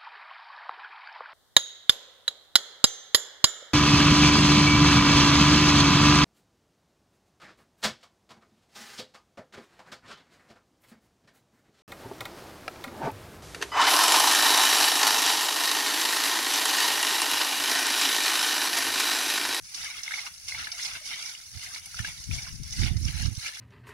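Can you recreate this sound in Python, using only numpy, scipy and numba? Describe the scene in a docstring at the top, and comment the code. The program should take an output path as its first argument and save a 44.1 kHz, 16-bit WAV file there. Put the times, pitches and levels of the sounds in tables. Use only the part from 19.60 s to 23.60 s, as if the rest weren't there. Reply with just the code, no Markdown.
"""From the start a borewell pipe throws water and air across a crop field a few metres away, in surges
nearly three a second. In each surge the jet tears and hisses, the mouth rings and spray fizzes over
the leaves. Spits and popping air pockets soon join in, and after a second the odd hollow glug.
Gusts, faint at first, buffet the two microphone ports of a phone in turn, hardest towards the end."""
import sys
import numpy as np
from scipy import signal
from scipy.fft import rfft, irfft
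from scipy.io import wavfile
from numba import njit

SR = 44100
rng = np.random.default_rng(int(sys.argv[2]) if len(sys.argv) > 2 else 0)


def put_to_file(sound):
    """Save the sound as 16-bit audio at rate SR, in the file named by the first command-line argument."""
    columns = np.atleast_2d(sound).T  # one column per channel
    safe = np.clip(columns, -1, 1)
    whole_steps = np.round(safe * 32767)
    wavfile.write(sys.argv[1], SR, whole_steps.astype(np.int16))


N = 176400
T = np.arange(N) / SR

# Surges of the jet. Each row: time in seconds, relative levels of the gush and of the air hiss in dB.
SURGES = [(0, -63, -57), (0.05, -53.5, -42.5), (0.135, -48, -39.5), (0.145, -42, -32.5), (0.25, -33.5, -33),
          (0.33, -38.5, -45), (0.39, -36, -37.5), (0.42, -47.5, -41), (0.46, -38.5, -41), (0.56, -32, -34),
          (0.63, -40, -39.5), (0.675, -33.5, -33), (0.69, -46.5, -45.5), (0.79, -56, -44.5),
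          (0.865, -56, -40), (0.885, -37, -28), (0.935, -39.5, -37), (1.0, -32, -38), (1.1, -40, -43.5),
          (1.165, -43, -36.5), (1.2, -37.5, -30.5), (1.26, -34, -27), (1.31, -38, -37), (1.37, -32.5, -40),
          (1.39, -44, -43), (1.44, -49.5, -37), (1.46, -42, -30.5), (1.53, -33, -39.5), (1.59, -39.5, -37),
          (1.69, -38.5, -31), (1.71, -41.5, -37.5), (1.87, -55, -43.5), (2.0, -42.5, -40.5),
          (2.04, -37.5, -31), (2.07, -36, -43.5), (2.13, -43.5, -33.5), (2.165, -34, -36),
          (2.21, -50.5, -46.5), (2.35, -46.5, -38), (2.39, -34, -34), (2.425, -44, -38),
          (2.48, -33.5, -32.5), (2.52, -48, -38), (2.7, -54, -41), (2.715, -38, -31.5),
          (2.83, -42.5, -36.5), (2.88, -38.5, -42), (2.92, -54.5, -39), (3.02, -59.5, -48),
          (3.035, -52.5, -42.5), (3.15, -45.5, -36), (3.2, -35.5, -29.5), (3.28, -32.5, -34.5),
          (3.3, -43.5, -47), (3.355, -51, -47), (3.43, -55, -35), (3.48, -37, -34), (3.55, -43, -39.5),
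          (3.61, -33, -34), (3.665, -39.5, -36.5), (3.69, -50, -47), (3.77, -51.5, -37.5),
          (3.865, -31.5, -31), (3.91, -44, -43), (4.0, -43.5, -38.5)]


def undb(db):
    return 10 ** (np.asarray(db) / 20)


def unit(x):
    return x / np.sqrt(np.mean(x ** 2))


def add(out, start_s, sound):
    i = int(np.clip(start_s * SR, 0, N - 1))
    out[i:i + len(sound)] += sound[:N - i]


def envelope(table, column):
    """Amplitude envelope: levels in dB against time become a gain for every sample."""
    rows = np.array(table, float)
    return undb(np.interp(T, rows[:, 0], rows[:, column]))


def response(table, size, column=1):
    """Magnitude response: levels in dB against frequency become a gain for every bin."""
    rows = np.array(table, float)
    bin_hz = np.arange(size // 2 + 1) * SR / size
    return undb(np.interp(np.log(bin_hz + 1), np.log(rows[:, 0]), rows[:, column]))


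def colour(x, table, column=1, size=8192):
    """Minimum-phase filtering: folding the cepstrum gives a causal filter with the given spectrum."""
    cepstrum = irfft(np.log(response(table, size, column)))
    cepstrum[1:size // 2] *= 2
    cepstrum[size // 2 + 1:] = 0
    return signal.fftconvolve(x, irfft(np.exp(rfft(cepstrum))))[:N]


def wander(per_s):
    """Random modulation: interpolated Gaussian values with a spread near 1."""
    points = rng.standard_normal(N // 20)
    return np.interp(T * per_s, np.arange(len(points)), points) * np.sqrt(3 / 2)


def impacts(per_s, spread_db):
    """Shot noise: independent impulses of random sign and uneven size."""
    hits = (rng.random(N) < per_s / SR) * rng.choice([-1, 1], N)
    return unit(hits * undb(spread_db * np.clip(rng.standard_normal(N), -2, 2)))


def ring(t, hz, decay_s, glide_per_s):
    """Damped oscillation: a decaying sine whose frequency may glide linearly."""
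    return np.exp(-t / decay_s) * np.sin(2 * np.pi * hz * (t + glide_per_s * t * t / 2))


@njit
def resonate(x, hz, q):
    """Forced resonance: one mode with a moving centre frequency and a gain near 1 there."""
    y, state = np.empty(len(x)), 0j
    for i in range(len(x)):
        omega = 2 * np.pi * hz[i] / SR
        state = state * np.exp(omega * (1j - .5 / q)) + x[i] * omega / q
        y[i] = state.real
    return y


def wind(port_limit=.26):
    """Turbulent pressure: eddies rumble and thump on each port separately; saturation rounds the peaks."""
    # Each row: time in seconds, relative levels at the left and right ports in dB.
    gusts = [(0, -54, -48.5), (.12, -62, -58), (.2, -59, -45), (.35, -66, -64), (.8, -55, -65),
             (1.02, -58, -41.5), (1.15, -68, -61), (1.36, -55.5, -53), (1.55, -67, -63), (1.9, -55, -56),
             (1.95, -57, -42.5), (2.1, -57, -55.5), (2.36, -51.5, -70), (2.4, -52, -32), (2.48, -42.5, -44),
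             (2.66, -45, -60), (2.69, -20, -53), (2.76, -30, -52), (2.81, -45, -57), (2.88, -43, -38.5),
             (2.96, -34, -60), (3.15, -33, -41), (3.19, -39, -16.5), (3.45, -38.5, -21.5),
             (3.53, -54, -31.5), (3.66, -45, -19), (3.8, -69, -45), (4.0, -56, -63)]
    # Each row: frequency in Hz, gain in dB.
    eddy_spectrum = [(15, -8.5), (55, 8.5), (115, 3.5), (170, -3.5), (250, -13.5), (350, -24.5)]
    # Each row: start in seconds, relative level in dB, port struck.
    hard_eddies = [(2.396, -15.5, "R"), (2.707, -17.5, "L"), (3.196, -8, "R"), (3.238, -8, "R"),
                   (3.307, -19, "R"), (3.332, -16.5, "R"), (3.45, -12, "R"), (3.648, -8, "R"),
                   (3.773, -19.5, "R")]
    out = np.zeros((2, N))
    for side in range(2):
        buffeting = rng.standard_normal(N) * undb(4 * wander(per_s=70))
        out[side] = undb(-1) * envelope(gusts, side + 1) * unit(colour(buffeting, eddy_spectrum))
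    pulse = ring(T[:SR // 20], hz=105.4, decay_s=.0063, glide_per_s=0)
    thump = signal.sosfilt(signal.butter(4, 230, fs=SR, output="sos"), pulse)
    for start, db, port in hard_eddies:
        add(out["LR".index(port)], start, undb(db) * thump)
    rounded = port_limit * np.tanh(out / port_limit)
    return signal.sosfilt(signal.butter(10, 390, fs=SR, output="sos"), rounded)


def scatter(x, scatter_db, size=4096, hop=512, port_lag_s=.00137):
    """Multipath scattering: as the water moves, each splash echoes off pillars and leaves by new paths."""
    # Each row: frequency in Hz, scattered against direct sound in dB before scatter_db is added.
    scatter_spectrum = [(300, -6), (700, -5), (1200, 0), (2200, -2), (4000, 2), (6000, 10), (15000, 16)]
    share = response(scatter_spectrum, 2 * size) * undb(scatter_db)
    t, starts = T[:size], np.arange(0, N, hop)
    frames = np.pad(x, (0, 2 * hop))[starts[:, None] + np.arange(2 * hop)]
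    splashes = rfft(frames * signal.get_window("hann", 2 * hop), 2 * size)
    tail = np.exp(-t / .0018) + undb(-13) * np.exp(-t / .018)  # quick scatter, then the fainter field
    tail /= np.sqrt(np.sum(tail ** 2))
    out = np.zeros((2, N))
    for side, lag_s in enumerate((port_lag_s, 0)):  # sound reaches the right port first
        echoes = rfft(rng.standard_normal((len(starts), size)) * tail, 2 * size)
        delay = np.exp(-1j * np.pi * np.arange(size + 1) * SR / size * lag_s)
        arrivals = irfft(splashes * delay * (1 + share * echoes) / np.sqrt(1 + share ** 2))
        for start, sound in zip(starts, arrivals):
            add(out[side], (start + .5) / SR, sound[:size + 2 * hop])
    return out


def spray(follow=.21):
    """Incoherent sources: droplets fizz with each surge, spread so wide that each port hears its own."""
    # Each row: frequency in Hz, gain in dB.
    droplet_spectrum = [(450, -20.5), (900, -16.5), (4500, -24.5), (6000, -13.5), (8000, -5.5), (15000, -4)]
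    swell = (envelope(SURGES, 1) * envelope(SURGES, 2)) ** follow
    level = undb(-7.5) * swell * undb(2.3 * wander(per_s=450))
    droplets = [level * impacts(per_s=12000, spread_db=1.5) for side in range(2)]
    return np.array([colour(patter, droplet_spectrum) for patter in droplets])


def glugs(decay_s=.022):
    """Cavity resonance: air drawn into the pipe between surges rings roughly, swelling as its pitch sags."""
    # Each row: start in seconds, relative level in dB, initial pitch in Hz.
    gulps = [(1.118, -38, 730), (1.395, -36.5, 625), (2.72, -33, 762), (3.28, -38, 797)]
    out, t = np.zeros(N), T[:SR // 10]
    for start, db, hz in gulps:
        roughness = 1 + wander(per_s=166)[:len(t)]
        add(out, start, undb(db) * roughness * t / decay_s * ring(t, hz, decay_s, glide_per_s=-2.2))
    return out


def bursts(size=2600, spit_rise_s=.003, spit_decay_s=.005):
    """Transient excitation: large air pockets burst with a crack and a rising ring; smaller ones spit."""
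    # Each row: start in seconds, relative level in dB, initial pitch in Hz.
    pops = [(0.478, -16.5, 2095), (0.508, -19.5, 1560), (0.519, -16, 1800), (.539, -13.5, 2175),
            (.921, -17, 2023), (0.947, -18, 2100), (1.07, -14.5, 1690), (1.196, -20, 1910),
            (1.352, -24, 1510), (1.537, -18, 1920), (1.75, -27.5, 2850), (2.16, -23, 2150),
            (2.343, -24, 1320), (2.391, -13.5, 1740), (2.447, -14, 1614), (2.711, -20, 2460),
            (2.866, -28, 1450), (3.232, -15.5, 1860), (3.481, -20.5, 3060), (3.97, -22, 1750)]
    # Each row: start in seconds, relative level in dB, centre of the noise band in Hz.
    spits = [(0.143, -15, 5000), (0.432, -17, 5700), (0.588, -19, 5260), (0.88, -15, 5640),
             (1.116, -13.5, 5230), (1.248, -18, 5160), (2.143, -16.5, 4860), (2.255, -14.5, 9500),
             (2.637, -18, 6100), (3.031, -23, 5700), (3.103, -20, 6360), (3.123, -13.5, 6200),
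             (3.233, -15.5, 3640), (3.366, -22, 5630), (3.654, -19.5, 5200), (3.944, -24, 5600)]
    out, t = np.zeros(N), T[:size]
    for start, db, hz in pops:
        crack = undb(-14) * rng.standard_normal(size) * np.exp(-t / .0052)
        add(out, start, undb(db) * (ring(t, hz, decay_s=.0032, glide_per_s=10) + crack))
    for start, db, hz in spits:
        band = signal.butter(1, [hz * .87, hz * 1.155], "band", fs=SR)
        hiss = unit(signal.lfilter(*band, rng.standard_normal(size)))
        add(out, start, undb(db) * hiss * (1 - np.exp(-t / spit_rise_s)) * np.exp(-t / spit_decay_s))
    return out


def pipe_mouth(flow, drift=.012):
    """Normal modes: the flow rings the mouth, whose resonances shift as water fills and leaves it."""
    # Each row: nominal frequency in Hz, relative gain in dB.
    modes = [(2150, 1.5), (2760, -12), (3500, -12), (5130, -3)]
    # Each row: time in seconds, strength of the ringing in dB, ratio applied to the mode frequencies.
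    filling = [(.5, -16, 0.986), (1.7, -7.5, 1.045), (2.1, -19, 0.63), (2.8, -9, 1.07), (3.5, 1, 0.79)]
    times, _, ratios = np.array(filling).T
    tuning = np.interp(T, times, ratios)
    ringing = np.zeros(N)
    for hz, db in modes:
        ringing += undb(db) * resonate(flow, hz * tuning * (1 + drift * wander(per_s=14)), q=20)
    return flow + envelope(filling, 1) * ringing


def bubbles(low_hz, high_hz, cycles, spread_db, count, size=1500):
    """Bubble resonance: each small air pocket rings with its own rising pitch, decay and strength."""
    out = np.zeros(N)
    for when, pitch, length, strength in rng.random((count, 4)):
        hz = low_hz * (high_hz / low_hz) ** pitch
        tone = ring(T[:size], hz, decay_s=cycles * (.5 + length) / hz, glide_per_s=1)
        add(out, when * N / SR, undb(spread_db * strength ** 2) * np.sqrt(hz) * tone)
    return unit(out)


def churn(x, bands=32, depth_db=2.7):
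    """Spectral modulation: the shifting shape of the water favours now one narrow band, now another."""
    spectrum, out = rfft(x), np.zeros(N)
    bin_hz = np.arange(len(spectrum)) * SR / N
    band_position = np.interp(np.log(bin_hz + 1), np.log([500, 8000]), [0, bands - 1])
    for k in range(bands):
        triangle = np.maximum(1 - np.abs(band_position - k), 0)
        out += irfft(spectrum * triangle, N) * undb(depth_db * wander(per_s=22))
    return unit(out)


def gush():
    """Jet break-up: water tears into slugs and drops at the mouth; trapped air gurgles and hisses out."""
    # Each row of both spectra: frequency in Hz, gain in dB.
    water_spectrum = [(150, -5.5), (370, -2.5), (520, -10.5), (720, -11.5), (1000, -3), (1500, -7),
                      (2500, -3), (3400, -1), (4500, -6), (6000, -9.5), (8000, -42), (15000, -26)]
    hiss_spectrum = [(1200, -24.5), (2200, -17.5), (3200, -16.5), (4300, -4.5), (7500, -3.5), (15000, -11)]
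    tearing = impacts(per_s=30000, spread_db=2.5) * undb(1.6 * wander(per_s=110))
    gurgle = bubbles(low_hz=700, high_hz=2300, cycles=8, spread_db=6, count=1100)
    water = envelope(SURGES, 1) * (undb(13.5) * churn(tearing) + undb(3) * gurgle)
    air = unit(rng.standard_normal(N) * undb(2 * wander(per_s=200)))
    hiss = undb(12) * envelope(SURGES, 2) * air
    return colour(water, water_spectrum) + colour(hiss, hiss_spectrum)


def scene():
    """Superposition: the water sounds sum and share one overall tone on each side; wind adds to them."""
    # Overall tone of the pipe and splashing water. Each row: frequency in Hz, left and right gains in dB.
    water_colour = [(450, -20, -20), (680, -13, -12), (1000, -15, -22), (1300, -9, -11), (1650, -4.5, -9.5),
                    (1900, -5, -12), (2150, -4, -2.5), (2450, -5, -6), (2720, -4, -5), (3050, -8, -7),
                    (4500, -10, -4), (5150, -7, -1.5), (6050, -3.5, -1.5), (6800, -11, -12),
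                    (8000, -16, -26), (9500, -10, -29), (10500, -9, -36), (11800, -18, -35),
                    (13500, -35, -40), (14800, -24, -28)]
    jet = pipe_mouth(gush()) + glugs()
    water = scatter(jet, scatter_db=0) + scatter(bursts(), scatter_db=-7) + spray()
    return np.array([colour(water[side], water_colour, side + 1) for side in range(2)]) + wind()


def record(dry):
    """Band limiting: the phone cuts the treble above 15750 Hz."""
    return signal.sosfilt(signal.ellip(10, .2, 80, 15750, fs=SR, output="sos"), dry)


dry = scene()
out = record(dry)
put_to_file(out)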